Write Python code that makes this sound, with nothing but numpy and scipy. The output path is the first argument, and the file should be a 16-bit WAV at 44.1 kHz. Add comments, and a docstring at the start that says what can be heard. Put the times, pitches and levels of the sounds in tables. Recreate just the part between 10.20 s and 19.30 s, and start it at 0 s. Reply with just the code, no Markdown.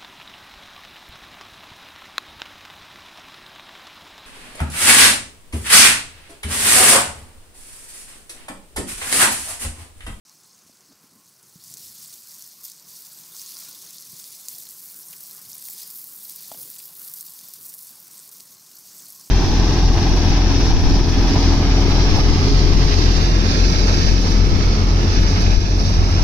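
"""Sausages sizzle on the bars of an open gas grill outdoors, heard close through one small microphone.
Boiling fat is filtered noise roughened by random bursts, ticks and ringing bubbles; spits are sharp cracks with
spray. Burner and open air are a low noise with grill-box resonances; a breeze adds swelling bottom noise.
The cook's hands and fork give bumps and one knock (damped modes), rubs (resonant noise) and gliding squeaks."""
import sys
import numpy as np
from scipy import signal
from scipy.io import wavfile
from scipy.ndimage import uniform_filter1d

SR = 44100
rng = np.random.default_rng(int(sys.argv[2]) if len(sys.argv) > 2 else 0)


def invert_db(level):
    """Linear amplitude ratio for a level in decibels (20 dB per decade), elementwise."""
    return 10 ** (np.asarray(level, dtype=float) / 20)


def master_out(mix):
    """Clip the mix to full scale and print it as 16-bit PCM to the path in sys.argv[1]."""
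    frames = np.transpose(np.atleast_2d(mix))
    ceiling = np.clip(frames, -1, 1)
    pcm = np.round(ceiling * 32767).astype(np.int16)
    wavfile.write(sys.argv[1], SR, pcm)


N = 401310  # length in samples

# the sizzle swells as the sausages are rolled onto hot bars and brightens as the microphone turns aside:
# t/s, level/dB, brightness/dB
SIZZLE_COURSE = [(0.06, -52.5, -7), (.8, -58.5, -2.5), (1.36, -57, 1.5), (1.5, -47.5, 1.5),
                 (1.63, -45.5, 3), (1.71, -48, 3.5), (1.78, -45, 2), (2.05, -50, 1), (2.2, -46.5, 0.5),
                 (2.39, -52, -3.5), (2.45, -43.5, 2.5), (2.53, -46.5, -7), (2.64, -51, -3.5),
                 (2.75, -46, 0.5), (3.1, -50, 2), (3.22, -42.5, 1), (3.5, -45, 0.5), (3.9, -47, 1.5),
                 (4.05, -44, 2.5), (4.16, -46.5, 1.5), (4.33, -46, 5), (4.4, -46.5, 3.5), (4.7, -49.5, 6.5),
                 (5.4, -47, 3), (5.5, -47.5, 7.5), (5.6, -42, 0.5), (5.72, -50.5, 8.5), (5.8, -52.5, 10.5),
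                 (6.0, -50.5, 8), (6.2, -45.5, 4), (6.4, -49.5, 7), (6.6, -48.5, 7), (6.72, -54.5, 10),
                 (6.85, -50.5, 9), (6.97, -49, 8.5), (7.12, -49.5, 5), (7.3, -48.5, 1.5), (7.55, -51, 9),
                 (7.72, -48.5, 3.5), (7.9, -51.5, 2), (8.0, -48.5, 2.5), (8.42, -51.5, -1.5),
                 (8.82, -46.5, -0.5), (9.1, -48, -1.5)]


def rms_one(x):
    """Normalisation: scale to unit root mean square."""
    return x / np.sqrt(np.mean(x ** 2) + 1e-20)


def in_time(rows):
    """Linear interpolation: the columns of a curve, one value per sample."""
    s, *columns = np.transpose(rows)
    return [np.interp(np.arange(N) / SR, s, c) for c in columns]


def at_hz(points, hz):
    """Spectral envelope: read a level on a log-frequency axis."""
    points = np.array(points)
    return np.interp(np.log(hz), np.log(points[:, 0]), points[:, 1])


def drift(rate):
    """Low-passed random process: slow chance of rms 1, with both poles at the given rate in Hz."""
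    r = np.exp(-40 * np.pi * rate / SR)  # made at SR / 20
    noise = rng.standard_normal(N // 20 + 2002)
    slow = signal.lfilter([1], [1, -2 * r, r * r], noise)[2000:]
    return np.interp(np.arange(N) / 20, np.arange(len(slow)), rms_one(slow))


def band(x, low_hz, high_hz):
    """Band limitation: Butterworth band-pass."""
    return signal.sosfilt(signal.butter(2, [low_hz, high_hz], "band", fs=SR, output="sos"), x)


def resonance(x, hz, width_hz):
    """Damped oscillator: two-pole resonance with gain 1 at its peak."""
    r = np.exp(-np.pi * width_hz / SR)
    poles = [1, -2 * r * np.cos(2 * np.pi * hz / SR), r * r]
    return signal.lfilter([(1 - r * r) / 2, 0, (r * r - 1) / 2], poles, x)


def bursts(per_s):
    """Shot noise: power of randomly bursting bubbles, sudden in onset, exponential in decay, mean 1."""
    decay_s, spread_db = 0.0006, 2.2
    power = invert_db(2 * spread_db * np.minimum(rng.exponential(1, N), 3.0))
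    born = rng.random(N) < per_s / SR
    envelope = signal.lfilter([1], [1, -np.exp(-1 / (decay_s * SR))], power * born + 1e-18)
    return envelope / envelope.mean()


def ticks(per_s):
    """Poisson impulses: single bubbles pop as pairs of sharp pulses of random size and sign."""
    spread_db = 3.3
    sizes = invert_db(spread_db * np.minimum(rng.exponential(1, N), 3.2)) * rng.choice([-1, 1], N)
    pulses = sizes * (rng.random(N) < per_s / SR)
    lag = rng.integers(3, 12)  # samples
    return pulses + 0.53 * np.roll(pulses, lag) + 1e-18


def brief_level_changes():
    """Amplitude modulation: level change in dB that leads up to given moments and reverses just after them."""
    # brief changes of level: t of reversal/s, depth/dB (positive falls first, negative rises first)
    changes = [(1.228, 6), (1.436, 1), (1.570, 8), (4.282, 2), (2.066, -1), (2.435, 4), (5.216, 5),
               (5.533, 0.5), (5.746, 1), (6.588, 4), (6.676, 0), (6.792, 3), (6.935, 1.5), (7.048, 2.5),
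               (7.135, 2), (7.335, 3), (7.41, 5.5), (7.58, 0.5), (8.114, 6), (8.902, -1)]
    lead_s, rebound_share, rebound_s = .019, .2, .025
    t, change_db = np.arange(N) / SR, np.zeros(N)
    for s, depth_db in changes:
        lead = -depth_db * np.exp(-((t - s) / lead_s) ** 4)
        rebound = rebound_share * depth_db * np.exp(-np.abs(t - s) / rebound_s)
        change_db += np.where(t < s, lead, rebound)
    return change_db


def ringing(low_hz, high_hz, clumps):
    """Bubble resonance: random clicks excite two narrow resonances inside one band; rms 1."""
    clicks_per_s, q = 15 * clumps, 55
    clicks = invert_db(1.6 * np.minimum(rng.exponential(1, N), 3.0)) * (rng.random(N) < clicks_per_s / SR)
    dealt = rng.integers(0, 2, N)
    pitches = low_hz * (min(high_hz, 20000) / low_hz) ** rng.random(2)
    return rms_one(sum(resonance(clicks * (dealt == k) + 1e-18, hz, hz / q) for k, hz in enumerate(pitches)))


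def sizzle():
    """Modulated band noise: third-octave hiss roughened by bursts, with octave-wide ticks and ringing."""
    # colour of the boiling fat: f/Hz, level per Hz/dB
    fat_colour = [(1060, -47), (1800, -15.5), (2950, -13.5), (3700, -6), (4880, 1), (6530, -1.5),
                  (11900, -3.5), (15000, -3.5), (16000, -6.5)]
    # lowest part and top peak of the sizzle: t/s, low gain/dB, top gain/dB
    edge_gains = [(0.06, -5, 0), (1.5, -0.5, -2.5), (2.5, -3, 6), (3.3, 0.5, 0.5), (3.9, -0.5, 0),
                  (5.1, -2.5, 2), (5.6, 0.5, 2.5), (6.5, 2.5, 2), (6.7, 2.5, 0), (7.0, -0.5, 3.5),
                  (7.25, 0, 4.5), (7.6, -2, 0.5), (8.1, -2.5, 4.5), (9.1, -6, 3)]
    deep_hz, middle_hz, fine_hz = 4100, 5800, 11500
    level_db, bright_db = in_time(SIZZLE_COURSE)
    deep_db, top_db = in_time(edge_gains)
    brightness = bright_db - bright_db.mean()
    clumps = invert_db(2.2 * drift(25) + 2.3 * drift(84))  # bubbles come in clumps
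    grains_per_s = 260 * clumps
    common = bursts(grains_per_s)
    local = [bursts(grains_per_s) for k in range(3)]
    flutter = 0.5 * drift(9.1) + 0.5 * drift(49)
    sputter = brief_level_changes() + flutter * (1 + .06 * (level_db - level_db.mean()))
    # dB, hotter fat ticks harder
    heat = 0.036 * (uniform_filter1d(level_db, size=SR // 2) - level_db.mean())
    grainy = invert_db(-7 + .4 * brightness)  # a brighter sizzle is grainier
    wide = ticks(560 / 3 * clumps)  # heard in all the ticking bands at once
    white = rng.standard_normal((2, N))
    edges = 1670 * 2 ** np.arange(0, 3.6, 1 / 3)  # Hz
    middle_power, out = 0, 0
    for k, (low, high) in enumerate(zip(edges, edges[1:])):
        hz = np.sqrt(low * high)
        octaves = np.log2(hz / fine_hz)
        grain = grainy * invert_db(3 * octaves) * (common + 0.28 * local[k // 4])
        hiss = band(band(white[k % 2] * np.sqrt(1 + grain), low, high), .9 * low, 1.1 * high)
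        pulses = .7 * wide + ticks(560 / 6 * clumps)
        pops = band(band(pulses, low, min(1.6 * high, 20000)), 4300, 20000) * (hz > 4000)
        pop_db = -1.5 + heat + .35 * brightness + 6.5 * octaves  # small drops pop hardest
        mixture = rms_one(hiss) + invert_db(pop_db) * rms_one(pops) + invert_db(-8) * ringing(low, high, clumps)
        layer = invert_db(at_hz(fat_colour, hz)) * hiss.std() * mixture
        middle_power += np.mean(layer ** 2) * (4200 < hz < 8400)  # reference for the level
        fine_share = np.clip(np.log(hz / middle_hz) / np.log(fine_hz / middle_hz), 0, 1)
        deep_share = np.clip(np.log(hz / middle_hz) / np.log(deep_hz / middle_hz), 0, 1)
        colour = fine_share * brightness + deep_share * deep_db
        patches = 0.63 * drift(22.0) + 0.87 * drift(23) + 0.49 * drift(8.6)
        out = out + layer * invert_db(colour + patches)
    out = out + (invert_db(top_db) - 1) * resonance(out, 13900, 2000)  # broad peak at the top
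    return invert_db(level_db + sputter) * out / np.sqrt(middle_power)


def burner():
    """Turbulent noise and cavity resonance: a lumpy roar in half-octave bands and the modes of the box."""
    # course of burner and air: t/s, level/dB
    roar_course = [(0.06, -64.5), (1.19, -63.5), (1.59, -63), (2.5, -63), (3.36, -60), (4.21, -61.5),
                   (5.57, -60), (8.32, -62), (9.1, -61)]
    # colour of burner and air: f/Hz, level per Hz/dB
    air_colour = [(35, -47), (60, -42), (132, 0), (167, 2), (273, -4), (340, -2), (520, -7.5), (933, -5.5),
                  (1060, -7), (1280, -5), (1960, -11), (2600, -7), (3380, -37), (5720, -120)]
    # resonances of the grill box in the flame noise: f/Hz, width/Hz, level relative to the roar/dB
    box_modes = [(168, 80, -13.5), (1073.5, 67, -12)]
    out, together, edges = 0, drift(5), 50 * 2 ** np.arange(0, 7, .5)
    white = rng.standard_normal((2, N))
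    for k, (low, high) in enumerate(zip(edges, edges[1:])):
        gain = invert_db(at_hz(air_colour, np.sqrt(low * high)) + 1.0 * together + 1.65 * drift(12.4))
        out = out + gain * band(white[k % 2], low, high)
    out = rms_one(out)
    for hz, width_hz, level_db in box_modes:
        once = resonance(rng.standard_normal(N), hz, width_hz)
        out = out + invert_db(level_db + 2.4 * drift(5.9)) * rms_one(resonance(once, hz, width_hz))
    return invert_db(in_time(roar_course)[0]) * out


def breeze():
    """Wind noise: lumpy noise at the very bottom swells with each gust on the microphone."""
    # gusts: t of middle/s, level/dB, half length to 1/e/s
    gusts = [(1.6, -63.5, 0.25), (3.92, -64, 0.057), (4.353, -68, 0.049), (5.304, -63, 0.07),
             (6.407, -64, 0.073), (7.45, -74, 0.074)]
    t, calm_db = np.arange(N) / SR, -76
    level = invert_db(calm_db) + sum(invert_db(db) * np.exp(-((t - s) / half) ** 2) for s, db, half in gusts)
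    return level * rms_one(band(rng.standard_normal(N) * invert_db(2.7 * drift(60)), 86, 208))


def spits():
    """Impulsive radiation: a crack coloured by drop size, then spray; small spits come at random."""
    # loud spits of fat: t/s, peak level/dB, f/Hz
    loud_spits = [(0.0953, -34, 5600), (0.2343, -39, 6400), (0.6069, -38, 6600), (0.8378, -41, 10500),
                  (0.9538, -41, 12500), (1.0578, -40, 6800), (1.2285, -36, 6500), (1.2828, -37, 14600),
                  (1.4386, -27, 10500), (1.4794, -30, 10700), (1.5001, -28, 10100), (1.5389, -20, 7200),
                  (1.5703, -27, 6000), (1.8405, -27, 4900), (1.9385, -27, 6000), (1.9554, -28, 12300),
                  (2.072, -29, 5000), (2.2222, -22, 6200), (2.2416, -29, 9600), (2.2629, -29, 13700),
                  (2.2749, -23, 14600), (2.4405, -23, 14600), (2.4511, -25, 14400), (2.4984, -23, 9900),
                  (2.517, -24, 5300), (2.5968, -28, 4900), (2.9873, -28, 12500), (3.1652, -23, 5400),
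                  (3.2157, -19, 5500), (3.2607, -23, 5200), (3.3194, -25, 4700), (3.3444, -25, 5700),
                  (3.3678, -23, 5100), (3.3868, -25, 6800), (3.4332, -27, 6000), (3.7062, -26, 9000),
                  (3.7827, -23, 4700), (3.8224, -27, 5800), (3.8506, -27, 5400), (4.0407, -24, 5000),
                  (4.2836, -15, 7100), (4.2856, -21, 12000), (4.2864, -21, 10000), (4.3487, -24, 5400),
                  (4.3823, -23, 13100), (4.4888, -22, 10800), (4.5074, -21, 14100), (4.5472, -25, 14200),
                  (4.6171, -25, 14400), (4.638, -24, 11400), (4.6575, -25, 12300), (4.6865, -25, 11300),
                  (4.7428, -25, 11900), (4.7815, -26, 13400), (4.7888, -23, 14100), (4.817, -23, 11100),
                  (4.8835, -25, 9000), (4.9075, -24, 11600), (4.9195, -25, 11600), (4.9294, -28, 10000),
                  (5.0045, -26, 13700), (5.0307, -26, 13700), (5.1102, -23, 13800), (5.13, -26, 11000),
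                  (5.1485, -24, 14200), (5.1646, -25, 13200), (5.2962, -25, 13000), (5.3172, -24, 13100),
                  (5.3303, -23, 5800), (5.3525, -20, 13400), (5.3807, -22, 10600), (5.4243, -24, 14800),
                  (5.4854, -20, 12200), (5.5357, -21, 13600), (5.5796, -21, 10200), (5.6751, -23, 12800),
                  (5.7095, -21, 14500), (5.7731, -24, 14600), (5.8408, -23, 12800), (5.8886, -24, 11800),
                  (6.1596, -18, 14300), (6.323, -23, 9700), (6.4141, -23, 14600), (6.4301, -23, 12200),
                  (6.5009, -21, 14200), (6.5141, -23, 12300), (6.5435, -22, 14700), (6.5606, -23, 12200),
                  (6.589, -26, 14300), (6.6547, -21, 14600), (6.678, -25, 14400), (6.817, -26, 13000),
                  (6.8726, -23, 13600), (6.8831, -23, 14500), (6.9371, -17, 13800), (6.9592, -23, 14000),
                  (6.971, -26, 14000), (6.985, -22, 13900), (7.0085, -18, 14400), (7.027, -26, 13500),
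                  (7.095, -26, 13500), (7.1052, -24, 13000), (7.1896, -27, 7100), (7.2849, -25, 13600),
                  (7.3363, -21, 14000), (7.356, -27, 14800), (7.4288, -23, 14800), (7.4607, -24, 14100),
                  (7.493, -24, 14500), (7.5049, -26, 14100), (7.539, -19, 11500), (7.5458, -25, 11800),
                  (7.5895, -24, 12100), (7.6697, -27, 14600), (7.8005, -24, 14300), (7.9787, -23, 8200),
                  (7.9915, -27, 8600), (8.0765, -27, 14000), (8.0904, -27, 8800), (8.1285, -29, 13900),
                  (8.1386, -28, 13900), (8.1682, -27, 13700), (8.2052, -25, 9800), (8.3163, -31, 14700),
                  (8.5548, -29, 13900), (8.5848, -30, 13600), (8.9029, -24, 14800), (8.9226, -25, 14500),
                  (8.9965, -29, 11200)]
    swell_s, crack_s, spray_s = .001, .0002, .0022
    level_db, bright_db = in_time(SIZZLE_COURSE)
    small_per_s = 24
    chance = rng.random((int(small_per_s * N / SR), 3))
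    at = (chance[:, 0] * (N - 1024)).astype(int)
    # small spits follow the level and brightness of the sizzle
    small_db = uniform_filter1d(level_db, size=SR // 4)[at] + 12.5 + .9 * bright_db[at]
    small_db = small_db - 1.3 * np.log(chance[:, 1] + .1)
    small_hz = 9000 * 2 ** (.08 * bright_db[at] + 0.5 * (chance[:, 2] - .5))
    rows = list(loud_spits) + list(zip(at / SR, small_db, small_hz.clip(4500, 14000)))
    out, t = np.zeros(N), np.arange(1024) / SR
    draws = rng.standard_normal((len(rows), 1024))
    crack = np.exp(-np.abs(t - swell_s) / crack_s)
    spray = np.exp(-t / spray_s) * (t > swell_s)
    snap = np.arange(1024) == int(swell_s * SR)  # one-sample pulse
    for (s, peak_db, hz), noise in zip(rows, draws):
        spray_gain = invert_db(-2 + .4 * peak_db)  # bigger spits throw more spray
        burst = noise * (crack + spray_gain * spray) + 2.5 * np.sign(noise[-1]) * snap
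        broad = band(band(burst, max(.5 * hz, 4200), 16500), 4200, 17000)
        spit = broad + 3.0 * resonance(broad, hz, .2 * hz)
        i = round(s * SR)
        out[i:i + 1024] += (invert_db(peak_db) * spit / np.abs(spit).max())[:N - i]
    return out


def bumps():
    """Modal decay: bumps, pops and the knock ring damped modes behind a short crack."""
    # dull bumps and knocks: t/s, level before decay/dB, f/Hz, t60/s, crack gain/dB
    dull_bumps = [(.463, -46, 228, 0.023, -69), (.495, -45, 624, .015, -64), (.497, -46, 236, 0.029, -70),
                  (.72, -51, 600, .02, -55), (.84, -46.5, 251, 0.046, -76), (1.357, -37, 168, 0.048, -65),
                  (3.931, -41, 154, 0.045, -62), (5.485, -56, 770, 0.14, -42)]
    # big drops that pop with a short ring: t/s, level before decay/dB, f/Hz
    big_pops = [(4.2843, -23, 5000), (4.3125, -36, 5200), (4.321, -36, 4500), (4.4682, -31, 4170),
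                (4.9292, -46, 3180), (4.933, -51, 1500), (4.937, -47, 2600), (5.096, -46, 3040),
                (5.314, -43, 4100), (5.35, -42, 3520), (6.565, -38, 3600), (6.601, -36, 3860),
                (7.19, -31, 4600), (7.539, -30, 5600), (8.2008, -35, 4500), (8.2053, -30, 5030)]
    # one knock and its bounce: t/s, level/dB, crack gain/dB (both before the mode level)
    knocks = [(6.3165, -28.5, -38), (6.3455, -38, -46)]
    # modes of the knock: f/Hz, relative level/dB, t60/s
    knock_modes = [(279, -16, .07), (680, -2, .029), (820, -4, .024), (1567, -24, .015)]
    pop_cycles, pop_crack_db = 21, -41.5  # cycles in one t60
    out, t = np.zeros(N), np.arange(SR // 4) / SR
    rows = list(dull_bumps)
    rows += [(s, db, hz, pop_cycles / hz, pop_crack_db) for s, db, hz in big_pops]
    for s, db, crack_db in knocks:
        rows += [(s, db + mode_db, hz, t60, crack_db + mode_db) for hz, mode_db, t60 in knock_modes]
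    cracks = rng.standard_normal((len(rows), len(t))) * np.exp(-t / 0.003)
    for (s, start_db, hz, t60, crack_db), crack in zip(rows, cracks):
        contact = 1 - np.exp(-t * hz * 6.8)  # softer with falling pitch
        ring = contact * invert_db(start_db - 60 * t / t60) * np.sin(2 * np.pi * hz * t)
        i = round(s * SR)
        out[i:i + len(t)] += ring + 1.72 * invert_db(crack_db) * band(crack, max(.8 * hz, 600), 9000)
    return band(out, 72, 14000)


def rubs():
    """Friction noise: uneven noise passes twice through one resonance under a rounded stroke."""
    # brief rubbing and rattling: t/s, length/s, level/dB, f/Hz, width/Hz
    strokes = [(0.691, 0.042, -54.5, 235, 89), (0.915, 0.09, -58.5, 190, 130),
               (5.543, 0.187, -51, 4900, 700), (6.583, 0.03, -48, 4670, 710), (6.33, 0.17, -60, 320, 360)]
    out, t = np.zeros(N), np.arange(N) / SR
    for s, length, level_db, hz, width_hz in strokes:
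        stroke = np.sin(np.pi * np.clip((t - s) / length, 0, 1)).clip(0) ** 0.18
        noise = resonance(resonance(rng.standard_normal(N), hz, width_hz), hz, width_hz)
        out += invert_db(level_db + 0.88 * drift(30)) * stroke * rms_one(noise)
    return out


def squeaks():
    """Frequency modulation: short gliding sine tones that waver in level."""
    # faint squeaks, perhaps the fork on a bar: t/s, length/s, level/dB, first f/Hz, last f/Hz
    glides = [(3.362, .026, -60, 1380, 1430), (3.404, 0.033, -58, 1460, 1170),
              (3.455, 0.066, -59.5, 1375, 1490)]
    out, t = np.zeros(N), np.arange(N) / SR
    for s, length, level_db, first_hz, last_hz in glides:
        along = np.clip((t - s) / length, 0, 1)
        phase = 2 * np.pi * np.cumsum(first_hz + (last_hz - first_hz) * along) / SR
        out += invert_db(level_db) * np.sin(np.pi * along).clip(0) ** .6 * np.sin(phase)
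    return out * invert_db(1.5 * drift(60))


def scene():
    """Superposition: the sources add at one microphone, which feeds both channels."""
    mono = sizzle() + burner() + breeze() + spits() + bumps() + rubs() + squeaks()
    return np.array([mono, mono])


def roll_off(x):
    """The treble ends steeply here."""
    return signal.sosfilt(signal.butter(12, 16970, fs=SR, output="sos"), x)


def record(dry):
    """Low-pass filtering: the input opens after a short silence and the top is cut steeply."""
    start_s, droop_hz, cutoff_hz = 0.051, 15600, 15750
    opened = dry * (np.arange(N) >= start_s * SR)
    # the microphone softens the very top
    softened = signal.sosfilt(signal.butter(4, droop_hz, fs=SR, output="sos"), opened)
    finished = signal.sosfilt(signal.ellip(14, .5, 70, cutoff_hz, fs=SR, output="sos"), softened)
    return roll_off(finished)


dry = scene()
out = record(dry)
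master_out(out)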